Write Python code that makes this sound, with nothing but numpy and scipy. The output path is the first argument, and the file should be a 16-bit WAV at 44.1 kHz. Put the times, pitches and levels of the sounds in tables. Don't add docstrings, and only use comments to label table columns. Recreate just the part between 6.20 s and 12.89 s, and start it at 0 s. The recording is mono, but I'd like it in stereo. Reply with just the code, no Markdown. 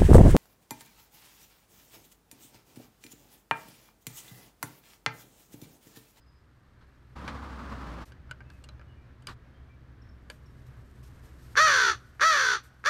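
import sys
import numpy as np
from scipy import signal
from scipy.fft import rfft, irfft
from scipy.io import wavfile
from scipy.ndimage import uniform_filter1d

SR = 44100
rng = np.random.default_rng(int(sys.argv[2]) if len(sys.argv) > 2 else 0)


def waveform_to_disk(signal):
    frames = np.transpose(np.atleast_2d(signal))
    scaled = np.clip(frames, -1, 1) * 32767
    samples = np.round(scaled).astype(np.int16)
    wavfile.write(sys.argv[1], SR, samples)


N = 295029
T = np.arange(N) / SR


def undb(db):
    return 10 ** (np.asarray(db) / 20)


def unit(x):
    return x / np.sqrt(np.mean(x ** 2) + 1e-20)


def follow(rows):
    s, *columns = np.transpose(rows)
    return [np.interp(T, s, c) for c in columns]


def over_hz(points, hz):
    f, value = np.transpose(points)
    return np.interp(np.log(hz + 1), np.log(f), value)


def colour(x, points, size=2048):
    cepstrum = irfft(np.log(undb(over_hz(points, np.fft.rfftfreq(size, 1 / SR)))))
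    cepstrum[1:size // 2] *= 2
    cepstrum[size // 2 + 1:] = 0
    return signal.fftconvolve(x, irfft(np.exp(rfft(cepstrum))))[:N]


def band(x, hz, kind, order=2):
    return signal.sosfilt(signal.butter(order, hz, kind, fs=SR, output="sos"), x)


def noise():
    return rng.standard_normal(N)


def wander(hz):
    return unit(band(rng.standard_normal(N + SR), hz, "lowpass")[SR:])


def gate(start, end, fade):
    return np.clip(np.minimum(T - start, end - T) / fade + .5, 0, 1)


def rise(x):
    return .5 + .5 * np.tanh(x)


def steady(x, size=1300):
    return x / np.sqrt(np.abs(uniform_filter1d(x ** 2, size)) + 1e-12)


# pitch_hz [Hz], side_minus_mid_db [dB]
SIDE_WIDTH = [(60, -13.5), (230, -8), (440, 2.5), (860, 3), (1670, -2.5), (3250, -8), (9000, -4)]


def spread(mid, side):
    return mid + np.outer([1, -1], colour(side, SIDE_WIDTH))


def diffuse(points):
    mid = unit(colour(noise(), points))
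    side = unit(colour(noise(), points))
    return spread(mid, side)


def echoes(x, t60, delay, top_hz):
    t = T[:SR]
    tails = band(rng.standard_normal((2, SR)), top_hz, "lowpass")
    tails = tails * undb(-60 * t / t60) * (t > delay)
    return signal.fftconvolve(x[None], unit(tails) / np.sqrt(SR), axes=1)[:, :N]


# start_s [s], rumble_db [dB], middle_db [dB], hiss_db [dB]
AIR_LEVELS = [(0, -58.5, -71.5, -92), (.93, -55, -65.5, -83), (1.88, -50.5, -63, -108),
              (3.6, -51, -65, -101), (4.25, -49.5, -64, -78), (5.32, -48.5, -62.5, -68),
              (6.69, -57.5, -66.5, -78)]
# [dB, relative]
GARDEN_SPECTRUM = [(12, -48.5), (20, -8.5), (32, -18.5), (54, -10.5), (71, 0), (93, -5), (124, -5),
                   (184, -14.5), (252, -14.5), (421, -23), (487, -24.5), (774, -28.5), (1690, -27.5),
                   (2490, -37.5), (6770, -56.5), (8800, -85), (14900, -120)]
# [dB, relative]
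HISS_SPECTRUM = [(3000, 3.5), (5000, 4), (7000, 2), (9000, 2.5), (10500, -3.5), (13000, 3), (15000, -19)]


def garden(drone_hz=62, drone_db=-5, octave_db=-8, rumble_db=-3, middle_db=1, hiss_db=-1):
    low, middle, high = follow(AIR_LEVELS)
    phase = 2 * np.pi * np.cumsum(drone_hz * (1 + 0.03494 * wander(13.2))) / SR
    drone = undb(drone_db + 2 * wander(9.8)) * unit(np.sin(phase))
    octave = undb(octave_db + 4.1 * wander(12.8)) * unit(np.sin(2 * phase))
    air = diffuse(GARDEN_SPECTRUM)
    rumble = undb(rumble_db) * unit(band(air, 426, "lowpass", order=4))
    traffic = unit(band(air, 470, "highpass", order=4))
    bass = undb(low) * (drone + octave + rumble)
    traffic = undb(middle + middle_db + wander(5.9)) * traffic
    hiss = undb(high + hiss_db + 2 * wander(29)) * diffuse(HISS_SPECTRUM)
    return bass + traffic + hiss


# [dB, relative]
ROAD_SPECTRUM = [(20, -28), (60, -9), (130, -6), (190, -9), (250, -5.5), (380, -17), (480, -15.5),
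                 (700, -18.5), (1170, -11.5), (1700, -20.5), (2400, -28.5), (4500, -34.5), (8000, -46),
                 (14500, -57)]
RUSH_START_S, RUSH_END_S = 0.96, 1.843
APPROACH_HZ, RECEDE_HZ, PASSES_S, PASSING_S = 68.4, 57.5, 1.53, .17


def rush(engine_db=-44.0, tyre_db=-42.5):
    hz = APPROACH_HZ + (RECEDE_HZ - APPROACH_HZ) * rise((T - PASSES_S) / PASSING_S)
    note = unit(np.sin(2 * np.pi * np.cumsum(hz * (1 + 0.029 * wander(8.2))) / SR))
    engine = undb(engine_db + 0.9 * wander(14)) * note
    roar = undb(tyre_db + 1.13 * wander(25)) * diffuse(ROAD_SPECTRUM)
    return engine + roar


# [dB, before gain_db]
CHIRP_NOTES = [(0, .05, 5010, -66), (.058, .06, 5040, -66), (0.139, .06, 5000, -69),
               (2.232, 0.15, 2600, -63), (2.667, 0.098, 2900, -62), (2.754, .073, 2370, -63),
               (3.33, .08, 3170, -67.5), (3.487, 0.046, 2330, -58.5), (3.816, 0.016, 5460, -59),
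               (3.887, .017, 5400, -59), (4.255, 0.018, 5530, -59.5)]
CHIRP_FALL, CHIRP_S = 0.12, 0.015


def small_birds(warble=0.014, gain_db=-5, trees_db=-6):
    song, waver = np.zeros(N), 1 + warble * wander(170)
    for start, length, pitch, db in CHIRP_NOTES:
        u = np.linspace(0, 1, int(length * SR))
        i = max(int(start * SR), 0)
        glide = 1 + CHIRP_FALL * CHIRP_S / length * (.5 - u)
        hz = pitch * glide * waver[i:i + len(u)]
        whistle = np.sin(np.pi * u) * np.sin(2 * np.pi * np.cumsum(hz) / SR)
        song[i:i + len(u)] += undb(db + gain_db) * whistle
    return song + undb(trees_db) * echoes(song, 0.17, 0.017, 7000)


# start_s [s], length_s [s], level_db [dB]
FOOD_SCRAPES = [(0.607, 0.048, -61), (1.079, 0.044, -37), (3.078, 0.067, -39.5)]
# [dB, relative]
FOOD_SPECTRUM = [(100, 15.5), (300, 7.5), (600, -4), (1100, 11), (1600, 7.5), (2300, -4), (4300, -3.5),
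                 (6000, -14), (9000, -22), (15000, -57)]
# start_s [s], length_s [s], level_db [dB]
FEATHER_RUSTLES = [(1.85, 0.069, -62), (2.3, 0.17, -75), (3.07, .08, -62), (4.1, 0.1, -65.5),
                   (4.46, 0.034, -68.5), (4.825, 0.079, -62), (5.03, 0.1, -64.5), (5.2, 0.19, -66),
                   (6.43, 0.072, -60)]


def scrapes():
    def strokes(rows):
        corners, heights = np.array([0, .15, .5, 1]), [0.011, 0.86, 0.48, 0.0086]
        return sum(undb(db) * np.interp(T, s + length * corners, heights) for s, length, db in rows)
    grain = undb(0.77 * wander(130))
    food = strokes(FOOD_SCRAPES) * diffuse(FOOD_SPECTRUM)
    feathers = strokes(FEATHER_RUSTLES) * diffuse(HISS_SPECTRUM)
    return grain * (food + feathers)


# [dB, relative]
PECK_BLOWS = [(1.0775, -40.5, -6.5, 0.0074, 1660, 1.5), (1.92, -56.5, -3.5, 0.0033, 1660, 3),
              (2.093, -69.5, -14, .008, 1430, 16), (2.1108, -43.5, 0.5, 0.0027, 1468, 12),
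              (2.205, -65.5, -20, .005, 1700, 7), (2.3013, -56, -1.5, 0.0019, 1650, 5.5),
              (2.4396, -52, 4, 0.0052, 4220, -3), (2.4884, -51.5, -1.5, 0.0024, 4000, 2.5),
              (2.595, -65, -12, 0.0018, 1650, 13.5), (2.6135, -71, -21, 0.0025, 1670, 9),
              (3.022, -62.5, 1.5, .0036, 2700, -5), (3.0702, -39, 3, .0017, 4800, 1),
              (4.0998, -41.5, -0.5, 0.0043, 1660, 2)]
# [dB, relative]
TRAY_MODES = [(611, 0.17, -4.5), (1220, 0.056, -6), (1590, 0.047, 0.5), (2380, 0.034, -14),
              (2800, 0.013, -11), (3260, 0.0033, 11.5), (4070, 0.0046, -2), (4840, 0.0045, 4),
              (7800, .02, -5), (8500, 0.019, -41)]


def pecks(crack_db=-1, knock_db=-5, clack_db=-3.0, tick_db=-10, spot_t60=0.027, rim_db=-8):
    out, t = np.zeros((2, N)), T[:SR // 5]
    body = sum(undb(db) * np.sin(2 * np.pi * hz * t) * undb(-60 * t / t60) for hz, t60, db in TRAY_MODES) / 20
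    body[0] += undb(crack_db) * 2
    for start, db, bright_db, decay, spot_hz, spot_db in PECK_BLOWS:
        grit = rng.standard_normal((2, len(t))) * np.exp(-t / max(decay, 1e-4))
        push = grit * np.minimum(t / 0.00038, 1)
        hit = signal.fftconvolve(push, body[None], axes=1)[:, :len(t)]
        knock = band(hit, [400, 2000], "bandpass")
        clack = band(hit, [2800, 5400], "bandpass", order=3)
        tick = band(hit, [6000, 9500], "bandpass")
        shares = undb([knock_db - bright_db, clack_db, tick_db + bright_db])
        hit = sum(share * p / p[:, :SR // 150].std(axis=1, keepdims=True)
                  for p, share in zip((knock, clack, tick), shares))
        ring = np.sin(2 * np.pi * spot_hz * t) * undb(-60 * t / spot_t60) * np.minimum(t / 0.003, 1)
        hit[0] += undb(spot_db) * 2 * ring
        i = int(start * SR)
        out[:, i:i + len(t)] += undb(db) * hit
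    return spread(*out) + undb(rim_db) * echoes(out[0], 0.075, 0.00081, 3300)


# start_s [s], held_s [s], level_db [dB, relative], pitch_hz [Hz, before the contour],
# clear_until_s [s after the start]
CAW_CALLS = [(5.355, .332, -21, 630, .115), (5.997, 0.33, -23, 645.1, 0.12), (6.641, .33, -25.5, 645, .12)]
ATTACK_S, ATTACK_DB, FADE_DB_PER_S, RELEASE_S = 0.02, 26.5, 13.5, .088
SCOOP_HZ, SCOOP_S, SAG_HZ_PER_S, DROP_HZ = 175, .032, 545, 90.54
ARCH_HZ, ARCH_AT_S, ARCH_WIDTH_S = 52.03, .092, .058
CLEAR_FROM_S, LOCK_S, UNLOCK_S = .038, 0.013, 0.011
ROUGH_START, ROUGH_CLEAR, ROUGH_RASP = 0.907, .12, 0.57
THROB_FAST_HZ, THROB_SLOW_HZ, THROB_SHALLOW, THROB_DEEP = 99.67, 60.58, 0.067, 0.44
SLOWING_FROM_S, SLOWING_S = .14, .13


def caw_controls():
    rows = np.array(CAW_CALLS)
    current = np.clip(np.searchsorted(rows[:, 0] - .05, T) - 1, 0, None)
    start, held, db, pitch, clear_until = rows[current].T
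    age = np.clip(T - start, 0, .5)
    release = np.maximum(age - held, 0) / RELEASE_S
    swell_db = ATTACK_DB * np.minimum(age / ATTACK_S - 1, 0)
    release_db = -40 * release ** 2
    effort = undb(db + swell_db - FADE_DB_PER_S * age + release_db) * (T > start)
    scoop = SCOOP_HZ * np.exp(-(age / SCOOP_S) ** 2)
    arch = ARCH_HZ * np.exp(-((age - ARCH_AT_S) / ARCH_WIDTH_S) ** 2)
    drop = DROP_HZ * np.minimum(release, 1) ** 2
    hz = pitch - scoop + arch - SAG_HZ_PER_S * age - drop
    locked = rise((age - CLEAR_FROM_S) / LOCK_S)
    unlocked = rise((age - clear_until) / UNLOCK_S)
    clear = locked * (1 - unlocked)
    rough = ROUGH_START * (1 - locked) + ROUGH_CLEAR * clear + ROUGH_RASP * unlocked
    slack = np.clip((age - SLOWING_FROM_S) / SLOWING_S, 0, 1)
    depth = (THROB_SHALLOW + (THROB_DEEP - THROB_SHALLOW) * slack) * (1 - .5 * clear)
    pressed = (1 - unlocked) * (1 + locked) / 2
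    throb_hz = THROB_FAST_HZ + (THROB_SLOW_HZ - THROB_FAST_HZ) * slack
    return effort, pressed, slack, hz, rough, depth, throb_hz


def syrinx(hz, slack, rough, depth, throb_hz, jitter=0.068, swing=0.104, shimmer=0.24,
           flutter_hz=230, third_db=3.5, second_db=-9, sideband_db=-7, count=26):
    gap = 2 * np.pi * np.cumsum(throb_hz * (1 + .09 * wander(49.5))) / SR
    beat = np.cos(gap)
    cycles = np.cumsum(hz * (1 + 0.00816 * wander(96.0) + swing * rough * beat)) / SR
    slow_jitter = jitter * rough * (1 - .5 * beat) * wander(flutter_hz)
    phase = 2 * np.pi * (cycles + slow_jitter + 0.018 * rough * wander(900))
    pulses = sum(np.cos(k * phase) for k in range(1, count + 1))
    third = (undb(third_db * np.clip((600 - hz) / 70, 0, 1)) - 1) * np.cos(3 * phase)
    second = undb(second_db) * sum(np.cos(k * (phase - gap)) for k in range(1, 5))
    sidebands = undb(sideband_db) * 2 * np.sin(phase) * np.sin(gap)
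    handover = .72 * slack ** 2 * (np.cos(phase - gap) - np.cos(phase))
    throb = 1 + np.clip(depth, 0, .95) * beat
    voice = (pulses + third + handover) * np.exp(shimmer * rough * wander(300)) * throb
    voice = voice + 0.98 * rough * (second + sidebands)
    air = (.12 + .65 * rough) * noise() * (1 + .5 * np.cos(phase))
    course = 2 * np.pi * np.cumsum(hz) / SR
    even = unit(sum(np.cos(k * course) for k in range(1, count + 1)))
    strands = even * wander(98) * 2 * rough * (1 - 0.8 * slack)
    return voice, (unit(pulses) + air + strands) * throb ** 0.37


# pitch_hz [Hz], left_minus_right_db [dB]
CAW_LEVEL_DIFFERENCE = [(150, -4), (300, -12), (560, -8.5), (850, 9), (1250, 14), (1850, 11.5), (2400, 3),
                        (3400, 0.5), (4400, -1), (5600, 6.5), (7000, 0)]
# pitch_hz [Hz], left_lead_rad [rad]
CAW_PHASE_LEAD = [(280, -0.5), (450, -2), (900, -2), (1950, -2.5), (2200, -7), (6000, -5.5)]


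def ports(x):
    fine = np.fft.rfftfreq(2 * N, 1 / SR)
    level, lead = over_hz(CAW_LEVEL_DIFFERENCE, fine), over_hz(CAW_PHASE_LEAD, fine)
    half = undb(level / 2) * np.exp(.5j * lead)
    return irfft(rfft(x, 2 * N) * [half, 1 / half])[:, :N]


# [dB, relative]
THROAT_RESPONSE = [(180, -32), (340, -23), (540, -15.5), (800, -18), (1000, -11), (1250, 0), (1500, 1),
                   (1900, -5), (2200, -12), (2600, -17), (3500, -38), (6000, -31), (8000, -43.5),
                   (14000, -85)]
# [dB, relative]
RASP_RESPONSE = [(2000, -8.5), (2450, 1.5), (3050, -2.5), (3450, 4), (3900, 0), (4400, 0.5), (5100, -4.5),
                 (6000, -0.5), (7000, -7.5), (8200, -23), (9000, -10), (10500, -30.5), (12500, -18),
                 (15000, -43)]
# [dB, relative]
WINDPIPE_RESONANCES = [(3020, 72, -2), (3440, 180, -7.5), (4450, 410, -0.5), (5830, 250, 1.5)]
OPENING_DB, PRESSED_DB = 22.5, 3


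def crow(voice_db=3, rasp_db=-6, near_db=-14, scatter_db=-8, far_db=-38):
    effort, pressed, slack, hz, rough, depth, throb_hz = caw_controls()
    pulses, buzz = syrinx(hz, slack, rough, depth, throb_hz)
    buzz = buzz + sum(undb(db) * band(buzz, [f - width / 2, f + width / 2], "bandpass", order=1)
                      for f, width, db in WINDPIPE_RESONANCES)
    rasp = undb(rasp_db) * effort * steady(colour(buzz, RASP_RESPONSE))
    voice = undb(voice_db + PRESSED_DB * pressed) * effort * steady(colour(pulses, THROAT_RESPONSE))
    call = voice + rasp
    for start, _, db, _, _ in CAW_CALLS:
        call *= 1 - gate(start - .04, start + 0.0046, 0.0088)
        pulse = undb(db + OPENING_DB) * signal.unit_impulse(N, int(start * SR))
        call += colour(pulse, THROAT_RESPONSE) * 2
    near = undb(near_db) * echoes(call, 0.07, 0.00077, 2300)
    near = near + undb(scatter_db) * echoes(rasp, 0.15, 0.0019, 9500)
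    far = undb(far_db) * echoes(call, 1.0, 0.031, 6100)
    return ports(call) + near + far


def scene():
    quiet = 1 - gate(RUSH_START_S - .012, RUSH_END_S + 0.018, 0.0086)
    outdoors = quiet * garden() + gate(RUSH_START_S, RUSH_END_S, 0.015) * rush()
    lean_db = -1.0
    lean = undb([[lean_db / 2], [-lean_db / 2]])
    return (outdoors + pecks() + scrapes()) * lean + small_birds() + crow()


TOP_HZ = 15700


def record(dry):
    return signal.sosfilt(signal.ellip(8, .2, 70, TOP_HZ, fs=SR, output="sos"), dry)


dry = scene()
out = record(dry)
waveform_to_disk(out)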